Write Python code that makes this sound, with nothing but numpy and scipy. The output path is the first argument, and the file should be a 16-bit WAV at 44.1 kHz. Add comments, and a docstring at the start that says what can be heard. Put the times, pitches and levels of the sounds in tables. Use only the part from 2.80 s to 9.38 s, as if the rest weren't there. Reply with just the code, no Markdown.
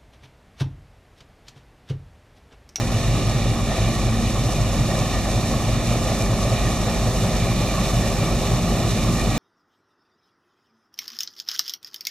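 """A combine harvester creeps closer through a dry crop, heard by a stereo microphone over open ground.
From the start the diesel throbs, belt-driven shafts beat against it, straw rumbles in the steel body
and the header rushes, crackles and rattles as its knife cuts the stalks. From about 1 s lumps knock
on the grate, and the threshing roar builds until 3.4 s. Near 4.6 s the fan's hum comes forward;
toward the end the rumble grows, and the highest treble of the hiss, dull at first, has brightened."""
import sys
import numpy as np
from scipy import signal
from scipy.fft import rfft, irfft
from scipy.io import wavfile

SR = 44100
rng = np.random.default_rng(int(sys.argv[2]) if len(sys.argv) > 2 else 0)


def inscribe(sig):
    """Save sig as 16-bit PCM at rate SR to the path in sys.argv[1].

    A 1-D sig is mono; a 2-D sig holds one channel per row.
    Samples are clipped to [-1, 1] before scaling.
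    """
    pcm = np.round(np.clip(np.atleast_2d(sig).T, -1, 1) * 32767)
    wavfile.write(sys.argv[1], SR, pcm.astype(np.int16))


N = 290178
TIME = np.arange(N) / SR
BINS = np.fft.rfftfreq(N, 1 / SR)
RATED_HZ, KNIFE_HZ = 114.5, 17.7  # firings and knife strokes per second
SLOW_BEAT_HZ, SLOW_SWELL_S = 5.36, .146  # a shaft's offset from the firing rate; time of a beat maximum
FAST_BEAT_HZ, FAST_SWELL_S = -9.16, .041


# The engine labours: (peak time [s], duration [s], frequency [Hz], relative level [dB])
THROBS = [(.01, 0.021, 113, -17), (.154, .045, 116, -22), (.295, .075, 115, -18.5),
          (0.475, 0.039, 117, -22.5), (0.556, 0.037, 132, -17), (0.686, 0.071, 117, -19.5),
          (1.036, .09, 112, -21.5), (1.305, 0.11, 112, -25), (1.48, 0.038, 108, -27),
          (1.654, 0.097, 123, -29), (1.836, .045, 119, -18.5), (2.02, 0.026, 113, -28),
          (2.213, 0.042, 120, -24), (2.57, .04, 117, -22), (2.876, 0.04, 114, -23),
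          (2.93, 0.027, 113, -17.5), (3.14, 0.083, 117, -21.5), (3.408, .027, 120, -15),
          (3.52, 0.043, 116, -21), (3.642, 0.024, 105, -26), (3.742, 0.034, 118, -14),
          (3.87, .04, 119, -26), (4.275, 0.061, 119, -24), (4.446, 0.049, 107, -18), (4.633, .04, 121, -22),
          (4.7, .06, 120, -18), (4.828, .044, 112, -21), (5.175, 0.06, 119, -23), (5.417, .03, 114, -16),
          (5.75, 0.067, 120, -19), (5.954, .03, 109, -27), (6.045, .1, 114, -22.5), (6.27, .05, 113, -23),
          (6.38, .032, 116, -19), (6.498, 0.024, 129, -28)]
# Spectrum of the hollow body: (frequency [Hz], relative level [dB])
CAVITY_SPECTRUM = [(70, -26), (100, -6.5), (123, -3), (140, -6), (180, -39), (400, -80)]

def diesel_drone():
    """Beating: two shaft tones interfere with the throbbing firing tone; the hollow body booms along."""
    firing = turns(RATED_HZ) + rng.random()
    slow = SLOW_BEAT_HZ * (TIME - SLOW_SWELL_S)
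    fast = FAST_BEAT_HZ * (TIME - FAST_SWELL_S)
    drone = sum(gain_of(db + drift(1.2)) * np.cos(2 * np.pi * (firing + lead) + .12 * drift(.48))
                for lead, db in ((0, -37), (slow, -34), (fast, -34)))
    wavering_phase = 2 * np.pi * firing + .24 * drift(25)
    throbs = np.zeros(N)
    for s, length, hz, db in THROBS:
        detuning = 2 * np.pi * (hz - RATED_HZ) * (TIME - s)
        throbs += gain_of(db - 4) * swell(s, length) * np.cos(wavering_phase + detuning)
    growl = 1 + .2 * cycle(RATED_HZ / 2)
    cavity = gain_of(-32.5 + np.cos(2 * np.pi * slow)) * radiate(white_noise(), CAVITY_SPECTRUM)
    easing = gain_of(-.3 * (TIME - TIME.mean()))  # falls 0.3 dB per second
    return easing * (ports(rfft(np.sqrt(2) * (drone + throbs * growl))) + cavity)


# Second exhaust harmonic: (time [s], level [dB])
OCTAVE_LEVEL = [(0, -37), (.14, -31), (.35, -42.5), (.65, -31.5), (.88, -27.5), (.98, -49), (1.08, -26),
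                (1.18, -37.5), (1.42, -25), (1.6, -43.5), (1.9, -32.5), (2.4, -39.5), (2.72, -29.5),
                (2.92, -39), (3.1, -28.5), (3.25, -35.5), (5.0, -34.5), (6.58, -30.5)]
# Upper exhaust harmonics: (multiple of the firing rate [1], level [dB])
EXHAUST_HARMONICS = [(3, -45), (11, -56.5)]
# Crankshaft, pulleys and augers at rated speed: (frequency [Hz], level [dB])
SHAFT_TONES = [(21.4, -48), (76.3, -38), (94.6, -40.5), (100.4, -39), (158.1, -44.5), (316.4, -50),
               (522.1, -49), (1182, -54.5)]
# The fan comes forward as the machine nears: (time [s], level [dB])
FAN_LEVEL = [(0, -39), (3, -42.5), (4.6, -31), (5.4, -34), (6.58, -34.5)]
# A pulley comes forward under load: (time [s], level [dB])
PULLEY_LEVEL = [(0, -42.5), (2, -45), (3.3, -41.5), (4.6, -39), (5.5, -40), (6.58, -42.5)]

def exhaust_and_shafts():
    """Periodic forcing: exhaust pulses and rotating parts give a line spectrum tied to engine speed."""
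    octave = tone(2 * RATED_HZ, follow(OCTAVE_LEVEL), slip_rad=.5, flutter_db=.36)
    exhaust = sum(tone(k * RATED_HZ, db, slip_rad=.53, flutter_db=3) for k, db in EXHAUST_HARMONICS)
    shafts = sum(tone(hz, db, slip_rad=.08 + hz / 1200, flutter_db=2.25) for hz, db in SHAFT_TONES)
    fan = tone(174.8, follow(FAN_LEVEL), slip_rad=.42, flutter_db=1)
    pulley = tone(396, follow(PULLEY_LEVEL), slip_rad=.55, flutter_db=2)
    return ports(rfft(octave + exhaust + shafts + fan + pulley))


# Straw builds up in the body: (time [s], level [dB])
RUMBLE_LEVEL = [(0, -28), (1, -27.5), (2.1, -26), (3.3, -27.5), (4.5, -27.5), (5.6, -26.5), (6.58, -25.5)]
# Spectrum of the shaken body: (frequency [Hz], relative level [dB])
RUMBLE_SPECTRUM = [(10, -28), (24, -11), (33, -4), (42, -8.5), (70, -3.5), (100, -8), (122, -3.5),
                   (145, -0.5), (168, -1.5), (212, -1), (250, -7), (280, -6.5), (350, -11.5), (440, -16.5),
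                   (800, -54)]

def straw_rumble():
    """Forced vibration: tumbling straw shakes the body in lumps that swell at the slow beat's rate."""
    lumps_db = .51 * drift(5.1) + .96 * np.cos(2 * np.pi * SLOW_BEAT_HZ * (TIME - SLOW_SWELL_S))
    return gain_of(follow(RUMBLE_LEVEL) + lumps_db) * radiate(white_noise(), RUMBLE_SPECTRUM)


# The drum and two shafts: (offset from the hum [Hz], time of a beat maximum [s])
DRUM_TONES = [(0, 0), (5.36, .117), (11.01, .102)]
# Strength of those three tones: (level [dB])
DRUM_LEVELS = [-28.5, -35, -35.5]

def drum_hum(hum_hz=47.3):
    """Superposition: the drum's deep hum pulses as two shaft tones pass in and out of phase with it."""
    revolutions = turns(hum_hz) + rng.random()
    tones = np.zeros(N)
    for (beat_hz, swell_s), db in zip(DRUM_TONES, DRUM_LEVELS):
        phase = 2 * np.pi * (revolutions + beat_hz * (TIME - swell_s))
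        tones += gain_of(db + 1.7 * drift(6.7)) * np.cos(phase + .14 * drift(2.4))
    return ports(rfft(np.sqrt(2) * tones))


# The drum takes on more crop, then holds: (time [s], level [dB])
ROAR_LEVEL = [(0, -32), (1.7, -31), (3.4, -30), (4.3, -30), (6.58, -30)]
# Wads of straw pass the drum: (peak time [s], duration [s], gain [dB])
STRAW_WADS = [(.155, 0.059, 2), (0.537, .12, 1.5), (.972, .13, 1.5), (1.102, 0.07, 0.5), (2.15, 0.074, 3.5),
              (2.498, .08, 1), (2.71, 0.061, 2), (3.312, 0.19, 1), (3.706, 0.075, 2), (4.11, 0.1, 2),
              (4.55, .057, 2), (5.058, 0.048, 3), (5.42, .22, 0.7), (5.72, .09, 3)]
# Spectrum of threshing: (frequency [Hz], relative level [dB])
ROAR_SPECTRUM = [(250, -9.5), (430, -8), (520, 0.5), (640, 1), (790, -2), (930, -12), (1250, -12),
                 (1550, -18), (2500, -51), (5000, -57)]

def threshing_roar():
    """Amplitude modulation: noise pulses with the rasp bars, churns with the sieves, surges with wads."""
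    bars = 1 + .1 * cycle(hz=62.6)
    sieves_db = .7 * cycle(hz=7.6)
    wads_db = .79 * drift(26) + sum(db * swell(s, length) for s, length, db in STRAW_WADS)
    envelope = gain_of(follow(ROAR_LEVEL) + sieves_db + wads_db) * bars
    return envelope * radiate(white_noise(), ROAR_SPECTRUM)


# Hard lumps strike the grate: (time [s], pitch [Hz], relative level [dB])
LUMP_IMPACTS = [(.913, 650, -23), (.975, 638, -25), (1.082, 652, -26), (2.082, 558, -24), (2.213, 620, -25),
                (2.462, 595, -30), (2.709, 637, -28), (2.883, 599, -24), (3.109, 590, -26),
                (3.256, 593, -24.5), (3.314, 644, -23), (3.648, 560, -24), (3.711, 633, -20.5),
                (3.807, 620, -28), (3.889, 655, -24), (4.27, 600, -26), (4.499, 620, -24),
                (4.667, 644, -24), (4.802, 584, -24), (4.91, 665, -27), (5.071, 622, -25),
                (5.243, 623, -28), (5.607, 620, -25), (5.99, 570, -23)]
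# Modes of the grate: (multiple of the pitch [1], relative level [dB])
GRATE_MODES = [(.86, -9.5), (1, -3.5), (1.18, -9)]

def grate_knocks(rise_s=.007):
    """Damped free vibration: each impact excites the grate's modes, which the straw quickly deadens."""
    out = np.zeros(N)
    for s, hz, db in LUMP_IMPACTS:
        live = (TIME > s) & (TIME < s + .1)
        age = TIME[live] - s
        envelope = age / rise_s * np.exp(1 - age / rise_s)
        ring = sum(gain_of(mode_db) * np.sin(2 * np.pi * (hz * ratio * age + rng.random()))
                   for ratio, mode_db in GRATE_MODES)
        out[live] += np.sqrt(2) * gain_of(db - 2.5) * envelope * ring
    return ports(rfft(out))


# The feed of crop: (time [s], relative rush level [dB], relative crackle level [dB])
CROP_FEED = [(0.0, -35.5, -40), (0.03, -38.5, -40.5), (0.27, -34, -40.5), (0.81, -38, -42),
             (0.97, -34.5, -40), (1.19, -35, -40), (1.32, -38, -42), (1.45, -36.5, -40), (2.85, -36, -40.5),
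             (2.99, -36, -42), (3.1, -36, -39.5), (3.33, -36, -39.5), (3.41, -36, -38.5), (3.5, -38, -41.5),
             (3.66, -35, -40.3), (4.27, -37, -39.5), (4.78, -35, -41), (5.06, -36, -39), (5.83, -37, -41),
             (6.43, -36.5, -40.5), (6.58, -36.5, -41.5)]
# Thick bunches pass the knife: (peak time [s], duration [s], level [dB])
BUNCHES = [(.501, .04, -39), (1.224, .04, -43), (1.72, .06, -39), (1.95, .05, -40), (2.188, .05, -38),
           (2.355, .04, -38.5), (2.526, 0.033, -38), (2.703, 0.055, -40), (3.08, 0.082, -42.5),
           (3.2, .07, -51), (3.424, .04, -42), (3.622, 0.044, -38), (3.908, .08, -40), (4.562, 0.035, -39),
           (5.053, 0.073, -42), (5.29, .09, -44), (5.6, .05, -41), (6.094, 0.04, -40), (6.218, .04, -40),
           (6.39, .06, -38)]
# Spectra of sliding crop, snapping stalks and rasping bunches: (frequency [Hz], relative level [dB])
RUSH_SPECTRUM = [(700, -6), (1500, -10.5), (2100, 0.5), (2700, 2), (3200, -1.5), (4100, 3), (4900, -3.5),
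                 (6500, -0.5), (9000, -15.5), (15000, -26)]
CRACKLE_SPECTRUM = [(2000, -24), (4500, -0.5), (6200, 3.5), (7800, 0), (9500, -2), (12500, -5),
                    (14400, -11.5), (15000, -30)]
RASP_SPECTRUM = [(2000, -13), (3800, -0.5), (6200, 6.5), (8000, 1), (11000, -2), (14000, -12), (15000, -30)]

def header(reel_hz=2.58, first_sweep_s=.255):
    """Friction and fracture: the reel sweeps dry crop over steel, and the knife snaps the stalks."""
    strokes_db = .4 * cycle(KNIFE_HZ) + .15 * cycle(RATED_HZ)
    sweeps_db = .5 * np.cos(2 * np.pi * reel_hz * (TIME - first_sweep_s))
    rush_db = follow(CROP_FEED, column=1) + .26 + sweeps_db + .78 * drift(5.8)
    rush = gain_of(rush_db) * radiate(white_noise(), RUSH_SPECTRUM)
    husks = white_noise()
    crackle_db = follow(CROP_FEED, column=2) + 2 + .5 * drift(26)  # the crop feeds in unevenly
    stalks = .54 * snaps(per_s=1600, spread_db=1)
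    crackle = gain_of(crackle_db) * radiate(husks + stalks, CRACKLE_SPECTRUM)
    bunches = sum(gain_of(db) * swell(s, length) for s, length, db in BUNCHES)
    rasp = bunches * radiate(snaps(per_s=4000, spread_db=5.5), RASP_SPECTRUM)
    return gain_of(strokes_db) * (rush + crackle + rasp)


def snaps(per_s, spread_db):
    """Shot noise: stalks break at independent random moments, a few of them loudly; rms 1."""
    breaking = rng.random((2, N)) < per_s / SR
    impulses = breaking * white_noise()
    strength_db = spread_db * np.minimum(rng.exponential(1, (2, N)), 4)
    return unit_rms(impulses * gain_of(strength_db))


# Loose panels ring out: (peak time [s], duration [s], frequency that selects the panel [Hz], level [dB])
PANEL_RATTLES = [(.405, 0.071, 1160, -36), (0.788, 0.063, 1160, -35), (1.182, 0.038, 1160, -35),
                 (1.33, 0.045, 1160, -41), (1.57, 0.049, 1160, -37), (2.204, 0.042, 1160, -33),
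                 (2.284, .045, 1160, -38), (2.353, 0.05, 1160, -34), (2.745, .07, 1160, -38),
                 (3.636, 0.23, 1160, -38), (3.907, 0.16, 1160, -37.5), (4.663, 0.067, 1160, -39),
                 (4.963, 0.07, 1160, -35), (5.096, 0.057, 1160, -39), (5.847, 0.046, 1160, -38),
                 (6.532, .06, 1160, -39), (5.468, 0.05, 1160, -35.5), (6.03, 0.065, 1160, -35),
                 (6.328, 0.17, 1160, -37), (.93, .09, 1840, -43), (1.156, 0.033, 1820, -35),
                 (2.107, 0.05, 1840, -39.5), (2.36, .04, 1820, -37), (3.88, 0.11, 1840, -42),
                 (5.232, 0.046, 1840, -38.5), (6.39, 0.067, 1840, -39.5), (1.023, .04, 2380, -36),
                 (1.076, 0.044, 2380, -36.5), (1.78, 0.059, 2380, -41), (3.403, .06, 2400, -41),
                 (3.773, .035, 2360, -39), (4.135, .035, 2360, -39), (4.693, 0.054, 2380, -40),
                 (4.892, .035, 2380, -39), (5.4, 0.51, 2380, -46), (6.42, .07, 2400, -40)]

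def header_rattles():
    """Resonance: shaken by the knife strokes, a loose panel swells into a brief, bright ring."""
    shaking = 1 + .25 * cycle(KNIFE_HZ)
    out = np.zeros((2, N))
    for panel_hz, width, _ in PANEL_MODES[:3]:
        envelope = sum(gain_of(db) * swell(s, length)
                       for s, length, hz, db in PANEL_RATTLES if abs(hz - panel_hz) < width)
        out += envelope * ringing(panel_hz, width_hz=180)
    return shaking * out


# Resonances of the steel body and header: (frequency [Hz], bandwidth [Hz], gain [dB])
PANEL_MODES = [(1158, 268, 6), (1833, 320, 11.5), (2376, 360, 10.5), (2882, 370, 5.5), (3640, 600, 7.5),
               (4330, 300, 4), (5390, 300, 5.5), (6120, 430, 2), (7240, 610, 2.5), (8020, 300, 2),
               (8800, 270, 0.5), (10400, 360, 0)]

def panel_clatter():
    """Random excitation: the five lowest panel resonances surge independently of one another."""
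    out = np.zeros((2, N))
    for hz, width, _ in PANEL_MODES[:5]:
        level_db = -47 - 1.7 * np.log2(hz / 1000)
        out += ringing(hz, width) * gain_of(level_db + 5.6 * np.tanh(drift(23)))
    return out


def ringing(hz, width_hz):
    """Band-pass response: a panel shaken at random sounds only near its resonance; rms 1."""
    spectrum = rfft(rng.standard_normal(N)) / (1 + (2 * (BINS - hz) / width_hz) ** 4)
    return unit_rms(ports(spectrum))


# Gaps between the body's resonances: (frequency [Hz], bandwidth [Hz], gain [dB])
PANEL_NOTCHES = [(1590, 95, -3.5), (2120, 110, 0), (2580, 100, -1.5), (3300, 120, -2), (5040, 160, -1.5)]
# Likeness of the sound at the two microphone ports: (frequency [Hz], coherence [0-1])
COHERENCE = [(25, 0.63), (60, 0.62), (130, 1), (300, 0.97), (650, 0.97), (1400, 0.88), (2400, 0.84),
             (3700, 0.77), (4800, 0.5), (6000, 0.6), (9000, 0.65), (13500, 0.59)]

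def radiate(drive, spectrum):
    """Source and filter: the panels colour two drives, which arrive partly coherent; mid has rms 1."""
    first, second = rfft(drive)
    coherence = across_bins(COHERENCE)
    mid, side = first * np.sqrt(1 + coherence), second * np.sqrt(1 - coherence)
    body_db = sum(db * 2 ** -(2 * (BINS - hz) / width) ** 2
                  for hz, width, db in PANEL_MODES + PANEL_NOTCHES)
    pair = ports(np.array([mid + side, mid - side]) * gain_of(across_bins(spectrum) + body_db))
    return pair / np.std(pair.mean(0))


# The highest treble of the hiss: (time [s], gain [dB])
TREBLE_GAIN = [(0, -6), (2, -1), (4, 1.5), (5.2, 4), (6.58, 3.5)]
# The part of the hiss affected: (frequency [Hz], share [0-1])
TREBLE_SHARE = [(10500, 0.15), (12500, 0.3), (13600, 1)]

def top_hiss_swell(sound):
    """Time-varying shelf filter: the highest treble of the hiss starts dull and brightens over time."""
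    treble = irfft(rfft(sound) * across_bins(TREBLE_SHARE), N)
    return sound + (gain_of(follow(TREBLE_GAIN)) - 1) * treble


# Imbalance of the microphone ports: (frequency [Hz], left minus right level [dB])
PORT_BALANCE = [(30, .6), (60, -.2), (130, -.6), (400, -.9), (1200, .1), (2400, -.7), (2900, -2.7),
                (3700, -5), (4600, -4.5), (5500, -2.7), (8000, -.5), (14000, -.7)]
# Phase between the ports: (frequency [Hz], lead of the left [rad])
PORT_PHASE = [(45, -.32), (130, -.14), (400, .08), (1200, .16), (3200, .18), (4500, .85), (5100, 1.45),
              (6000, 1.45), (9500, 1.9), (12000, 2.4), (14000, 3.05)]

def ports(spectrum):
    """Stereo reception: one spectrum becomes two signals that differ in level and phase."""
    half = gain_of(across_bins(PORT_BALANCE) / 2) * np.exp(.5j * across_bins(PORT_PHASE))
    return irfft(spectrum * np.array([half, 1 / half]), N)


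# Engine speed hunts with the load: (time [s], firing rate [Hz])
FIRING_RATE = [(0.3, 115.3), (0.95, 113.8), (2.0, 114.9), (2.7, 114.3), (3.3, 114.9), (3.9, 114.0),
               (4.5, 115.1), (5.1, 113.6), (6.1, 114.9), (6.58, 114.4)]

def turns(hz):
    """Phase as the integral of frequency: cycles of a belted part that runs at hz at rated speed."""
    return hz * np.cumsum(follow(FIRING_RATE)) / RATED_HZ / SR


def cycle(hz):
    """Harmonic motion: one swing per revolution, from a random start."""
    return np.cos(2 * np.pi * (turns(hz) + rng.random()))


def tone(hz, db, slip_rad, flutter_db):
    """Random modulation: a rotating part's tone slips in phase and flutters in level with the load."""
    phase = 2 * np.pi * (turns(hz) + rng.random()) + slip_rad * drift(1)
    return np.sqrt(2) * gain_of(db + flutter_db * drift(4.8)) * np.cos(phase)


def swell(s, length):
    """Gaussian envelope: centred on s, above half its height for the given length."""
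    return 2 ** -(2 * (TIME - s) / length) ** 2


def drift(hz):
    """Low-pass noise: a fluctuation of rms 1, no faster than about hz."""
    return unit_rms(irfft(rfft(rng.standard_normal(N)) / (1 + (BINS / hz) ** 4), N))


def white_noise():
    """Two uncorrelated drives with flat spectra."""
    return rng.standard_normal((2, N))


def follow(rows, column=1):
    """Linear interpolation of one column over time."""
    columns = np.transpose(rows)
    return np.interp(TIME, columns[0], columns[column])


def across_bins(points):
    """Interpolation on a logarithmic frequency axis."""
    hz, value = np.transpose(points)
    return np.interp(np.log(BINS + 1), np.log(hz + 1), value)


def gain_of(db):
    """Decibels to amplitude ratio."""
    return 10 ** (np.asarray(db) / 20)


def unit_rms(x):
    """Normalisation to an rms of 1."""
    return x / np.sqrt(np.mean(x ** 2) + 1e-20)


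def scene():
    """Linear superposition: the pressures of all the machine's sources add at the microphone."""
    machinery = exhaust_and_shafts() + drum_hum() + diesel_drone()
    threshing = straw_rumble() + threshing_roar() + grate_knocks()
    return machinery + threshing + panel_clatter() + header_rattles() + top_hiss_swell(header())


def record(dry):
    """Band limiting: a steep low-pass filter removes the treble above 14.9 kHz."""
    low_pass = signal.firwin(511, 14900, window=("kaiser", 9), fs=SR)
    return signal.oaconvolve(dry, low_pass[None], "same")


dry = scene()
out = record(dry)
inscribe(out)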